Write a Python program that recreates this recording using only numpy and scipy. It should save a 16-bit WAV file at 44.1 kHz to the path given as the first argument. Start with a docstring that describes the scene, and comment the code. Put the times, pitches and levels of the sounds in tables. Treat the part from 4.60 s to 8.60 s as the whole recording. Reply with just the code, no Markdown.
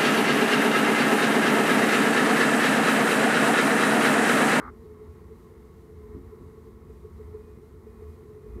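"""Milling machine, close to the head.

In a small workshop the spindle hums and its gears rattle in the housing over the frame's rumble.
An axis drive buzzes briefly at the start and stops with a jolt. Backlash knocks ring the head,
dull thuds ring the frame, and a thin drive whine comes and goes."""
import sys
import numpy as np
from scipy import signal
from scipy.fft import rfft, irfft
from scipy.io import wavfile
from scipy.ndimage import uniform_filter1d

SR = 44100
rng = np.random.default_rng(int(sys.argv[2]) if len(sys.argv) > 2 else 0)


def output_pcm(signal):
    """Save a mono or channel-first signal as 16-bit PCM at the path in sys.argv[1].

    Samples are clipped to [-1, 1] before scaling.
    """
    pcm = np.clip(np.atleast_2d(signal).T, -1, 1) * 32767
    wavfile.write(sys.argv[1], SR, np.round(pcm).astype(np.int16))


N = 176400
T = np.arange(N) / SR

# Spindle hum. Each row: multiple of the rotation rate, level in dB.
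SPINDLE_ORDERS = [(3, -70.5), (4, -61), (6, -61), (8, -64.5), (10, -62), (12, -64.5), (14, -65), (20, -71),
                  (39, -85.5), (45, -83.5), (51, -79)]
# Motor and drive tones. Each row: frequency in Hz, level in dB, roughness.
MOTOR_TONES = [(340.3, -62, .25), (224.5, -63, 1.6), (1037, -78, 2), (1105, -76, 2), (1218, -82, .7),
               (1277, -83, 1), (1710, -91, .4), (11859, -97, .5)]
# Main drone. Each row: time in seconds, level in dB.
DRONE_LEVEL = [(0, -54.5), (.2, -60), (.25, -46), (.42, -51.5), (.8, -63), (1.2, -63), (1.32, -50.5),
               (1.52, -48), (1.68, -61), (2.2, -59.5), (2.64, -57), (2.75, -45), (2.85, -54.5),
               (3.2, -61.5), (3.6, -52), (4, -51.5)]
# Blows. Each row: start in seconds, level in dB.
BACKLASH_KNOCKS = [(.228, -40), (.41, -42), (.705, -41.5), (1.72, -37), (1.968, -38.5), (2.293, -37.5),
                   (2.445, -36), (2.595, -35.5), (2.74, -35), (3.265, -37.5), (3.412, -35), (3.858, -37.5),
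                   (3.98, -34.5)]
FRAME_THUDS = [(.548, -47.5), (1.541, -38), (1.564, -36), (1.607, -51), (1.806, -43), (1.858, -44.5),
               (2.968, -47), (3.956, -38)]
GEAR_CLACKS = [(.358, -55.5), (.44, -63), (.59, -54), (1.025, -55), (2.216, -57), (2.807, -55.5)]
# Modes of the struck parts. Each row: frequency in Hz, gain in dB, T60 in seconds.
HEAD_MODES = [(430.8, 6, 0.1), (377, -0.5, 0.083), (463, -7, 0.058)]
FRAME_MODES = [(77, 1, 0.25), (128.5, 2, 0.059), (200, 1, 0.087), (272.6, -5.5, 0.22), (360, -0.5, 0.16)]
HOUSING_MODES = [(1023, -4, 0.069), (1058, -2.5, 0.041), (1360, -1.5, 0.017), (1770, -12, 0.022),
                 (2100, -10, .03)]
GUARD_MODES = [(840, -10.5, .03), (1175, -1, 0.033), (1310, -11, 0.016)]
# Spectra at unit gain. Each row: frequency in Hz, density in dB per Hz.
GEAR_SPECTRUM = [(300, -110), (600, -104), (760, -97), (920, -92), (975, -96.5), (1030, -86.5), (1065, -97),
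                 (1110, -87.5), (1185, -99), (1290, -95), (1480, -102), (1680, -106), (1880, -99),
                 (1990, -102), (2150, -100), (2380, -115), (3200, -128)]
BODY_SPECTRUM = [(60, -97.5), (110, -80), (205, -80.5), (226, -73.5), (250, -80), (285, -82.5),
                 (308, -90.5), (332, -100), (360, -76), (385, -74.5), (402, -82), (440, -69.5),
                 (475, -84.5), (570, -96), (800, -108), (2000, -135)]
RUMBLE_SPECTRUM = [(15, -89), (42, -87), (56, -69), (68, -64), (89, -65.5), (100, -73), (140, -109),
                   (300, -130)]
BUZZ_SPECTRUM = [(60, -96), (170, -85), (250, -66), (330, -75), (430, -74), (640, -87), (820, -78),
                 (1020, -75), (1160, -70), (1260, -69.5), (1430, -73), (1600, -83), (2170, -85.5),
                 (2300, -100), (2550, -113), (4200, -110), (7000, -125)]
HISS_SPECTRUM = [(20, -112), (2700, -111.5), (3500, -113.5), (3900, -110.5), (4200, -113), (5500, -115),
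                 (14500, -115.2), (15600, -120)]
# Envelopes. Each row: time in seconds, gain in dB.
GEAR_LOAD_GAIN = [(.2, -1), (.4, 1), (.9, -0.5), (1.25, -1), (1.55, 1.5), (1.78, 2), (2.05, -1),
                  (2.55, -0.5), (2.75, 2.5), (2.88, -1.5), (3.1, -0.5), (3.5, 0.5), (3.8, -1.5), (4, 3)]
RUMBLE_GAIN = [(0, -3), (.35, -5), (.57, 1), (.8, -4), (1.2, -4.5), (1.4, 0.5), (1.7, 2.5), (2.03, -7),
               (2.18, 2.5), (2.4, -0.5), (2.65, 3), (2.98, -1.5), (3.15, -4), (3.5, 2), (3.8, -2.5),
               (3.95, 1), (4, 5.5)]
BUZZ_GAIN = [(0, -1), (.03, 0), (.086, -1), (.092, -5), (.102, -7), (.114, -35), (.2, -80)]
# Drive whine. Each row: start in seconds, end in seconds, level in dB.
WHINE_SPANS = [(0.027, .13, -80.5), (.5, 0.64, -84), (2.266, 2.44, -86.5), (2.748, 2.978, -82),
               (3.26, 3.56, -82.5), (3.798, 4.0, -81.5)]


def spindle(rotation_hz=13.46, drone_hz=425.2):
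    """Rotation orders, motor tones and a swelling drone."""
    hum = sum(amp(db) * tone(order * rotation_hz, rough=.38, flutter_hz=3.9)
              for order, db in SPINDLE_ORDERS)
    motors = sum(amp(db) * tone(hz, rough) for hz, db, rough in MOTOR_TONES)
    drone = level(DRONE_LEVEL) * tone(drone_hz, rough=.14, flutter_hz=17.4)
    return hum + motors + drone


def knocks():
    """Backlash rings the head."""
    return strikes(BACKLASH_KNOCKS, HEAD_MODES, attack_s=.007)


def gears(rattle_hz=69.3, rattle_share=.13, swell_db=.6):
    """Teeth rattle and rub, louder under load; sharp clacks ring the housing."""
    rattle = np.sqrt(rattle_share) * pulses(rattle_hz, jitter=.07, spread_db=1)
    rub = np.sqrt(1 - rattle_share) * rng.standard_normal(N)
    mesh = (rattle + rub) * level(GEAR_LOAD_GAIN) * amp(swell_db * drift(hz=10))
    return colour(mesh, GEAR_SPECTRUM) + strikes(GEAR_CLACKS, HOUSING_MODES, attack_s=.00087)


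def frame(shudder_s=3.945, shudder_width_s=.08):
    """Frame and panels rumble with the machine, thud and shudder once."""
    body = wavering_noise(BODY_SPECTRUM, waver_db=1, waver_hz=17.6)
    rumble = level(RUMBLE_GAIN) * colour(rng.standard_normal(N), RUMBLE_SPECTRUM)
    thuds = strikes(FRAME_THUDS, FRAME_MODES, attack_s=.002)
    swell = np.exp(-((T - shudder_s) / shudder_width_s) ** 2)
    shudder = amp(db=-40) * swell * tone(hz=57, rough=.3, flutter_hz=15)
    return body + rumble + thuds + shudder


def axis_buzz(buzz_hz=82.6, rough=.63, guard_t60_s=.073, jolt_s=.0812, jolt_db=-30):
    """A coarse drive buzz, smeared by the metal guard, stops with a jolt."""
    drive = pulses(buzz_hz, jitter=.03, spread_db=0) + rough * rng.standard_normal(N)
    guard = rfft(rng.standard_normal(N) * amp(-60 * T / guard_t60_s))
    smeared = unit(irfft(rfft(drive) * guard / abs(guard), N))  # phase only
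    jolt = strikes([(jolt_s, jolt_db)], GUARD_MODES, attack_s=.00052)
    return level(BUZZ_GAIN) * colour(smeared, BUZZ_SPECTRUM) + jolt


def axis_whine(whine_hz=2470, idle_db=-104, ramp_samples=900):
    """A thin drive tone, louder while the axis moves."""
    gate = sum(amp(db) * (T > start_s) * (T < end_s) for start_s, end_s, db in WHINE_SPANS)
    moving = uniform_filter1d(gate, size=ramp_samples)
    return (amp(idle_db) + moving) * tone(whine_hz, rough=.3)


def wavering_noise(spectrum, waver_db, waver_hz):
    """Coloured noise of drifting level."""
    return colour(rng.standard_normal(N) * amp(waver_db * drift(waver_hz)), spectrum)


def amp(db):
    """Decibels to gain."""
    return 10 ** (np.asarray(db) / 20)


def unit(x):
    """Scales to rms 1."""
    return x / np.sqrt(np.mean(abs(x) ** 2) + 1e-20)


def level(points):
    """Gain over time from (s, dB) points."""
    return amp(np.interp(T, *np.transpose(points)))


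def drift(hz):
    """Slow random motion up to about hz, rms 1."""
    bins_hz = np.fft.rfftfreq(N, 1 / SR)
    return unit(irfft(rfft(rng.standard_normal(N)) * (bins_hz > 0) / (1 + (bins_hz / hz) ** 4), N))


def colour(x, spectrum):
    """Minimum-phase filter: gives a flat signal of rms 1 this spectrum."""
    hz, db = np.transpose(spectrum)
    bins_hz = abs(np.fft.fftfreq(2 * N, 1 / SR))
    log_gain = np.log(amp(np.interp(np.log(bins_hz + 1), np.log(hz), db)))
    response = np.exp(np.conj(signal.hilbert(log_gain)))[:N + 1]
    return irfft(rfft(x, 2 * N) * response)[:N] * np.sqrt(SR / 2)


def tone(hz, rough, flutter_hz=7):
    """A sine wavering in strength and phase, rms 1."""
    waver = unit(1 + rough * (drift(flutter_hz) + 1j * drift(flutter_hz)) / np.sqrt(2))
    carrier = np.exp(2j * np.pi * (hz * T + rng.random()))
    return np.sqrt(2) * (waver * carrier).real


def pulses(hz, jitter, spread_db):
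    """Clicks of uneven pace and strength, rms 1."""
    cycles = np.cumsum(hz * (1 + jitter * drift(hz / 2))) / SR
    clicks = np.diff(np.floor(cycles), prepend=-1)
    return unit(clicks * amp(spread_db * np.clip(rng.standard_normal(N), -2, 2)))


def strikes(events, modes, attack_s):
    """Each blow rings the same modes at random phases, with a soft start."""
    out, t = np.zeros(N), T[:SR // 2]
    attack = (1 - np.exp(-t / attack_s)) ** 2
    for start_s, db in events:
        ring = sum(amp(db + mode_db - 60 * t / t60_s) * np.sin(2 * np.pi * (hz * t + rng.random()))
                   for hz, mode_db, t60_s in modes)
        span = out[round(start_s * SR):][:len(t)]
        span += (ring * attack)[:len(span)]
    return out


def scene():
    """The whole machine, mono."""
    return (spindle() + knocks() + gears() + frame() + axis_buzz() + axis_whine())[None]


def record(dry, cutoff_hz=15720):
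    """Faintly wavering microphone hiss, then the band limit."""
    hiss = wavering_noise(HISS_SPECTRUM, waver_db=.77, waver_hz=5)
    lowpass = signal.firwin(511, cutoff_hz, window=("kaiser", 9), fs=SR)
    return signal.oaconvolve(dry + hiss, lowpass[None], "same")


dry = scene()
out = record(dry)
output_pcm(out)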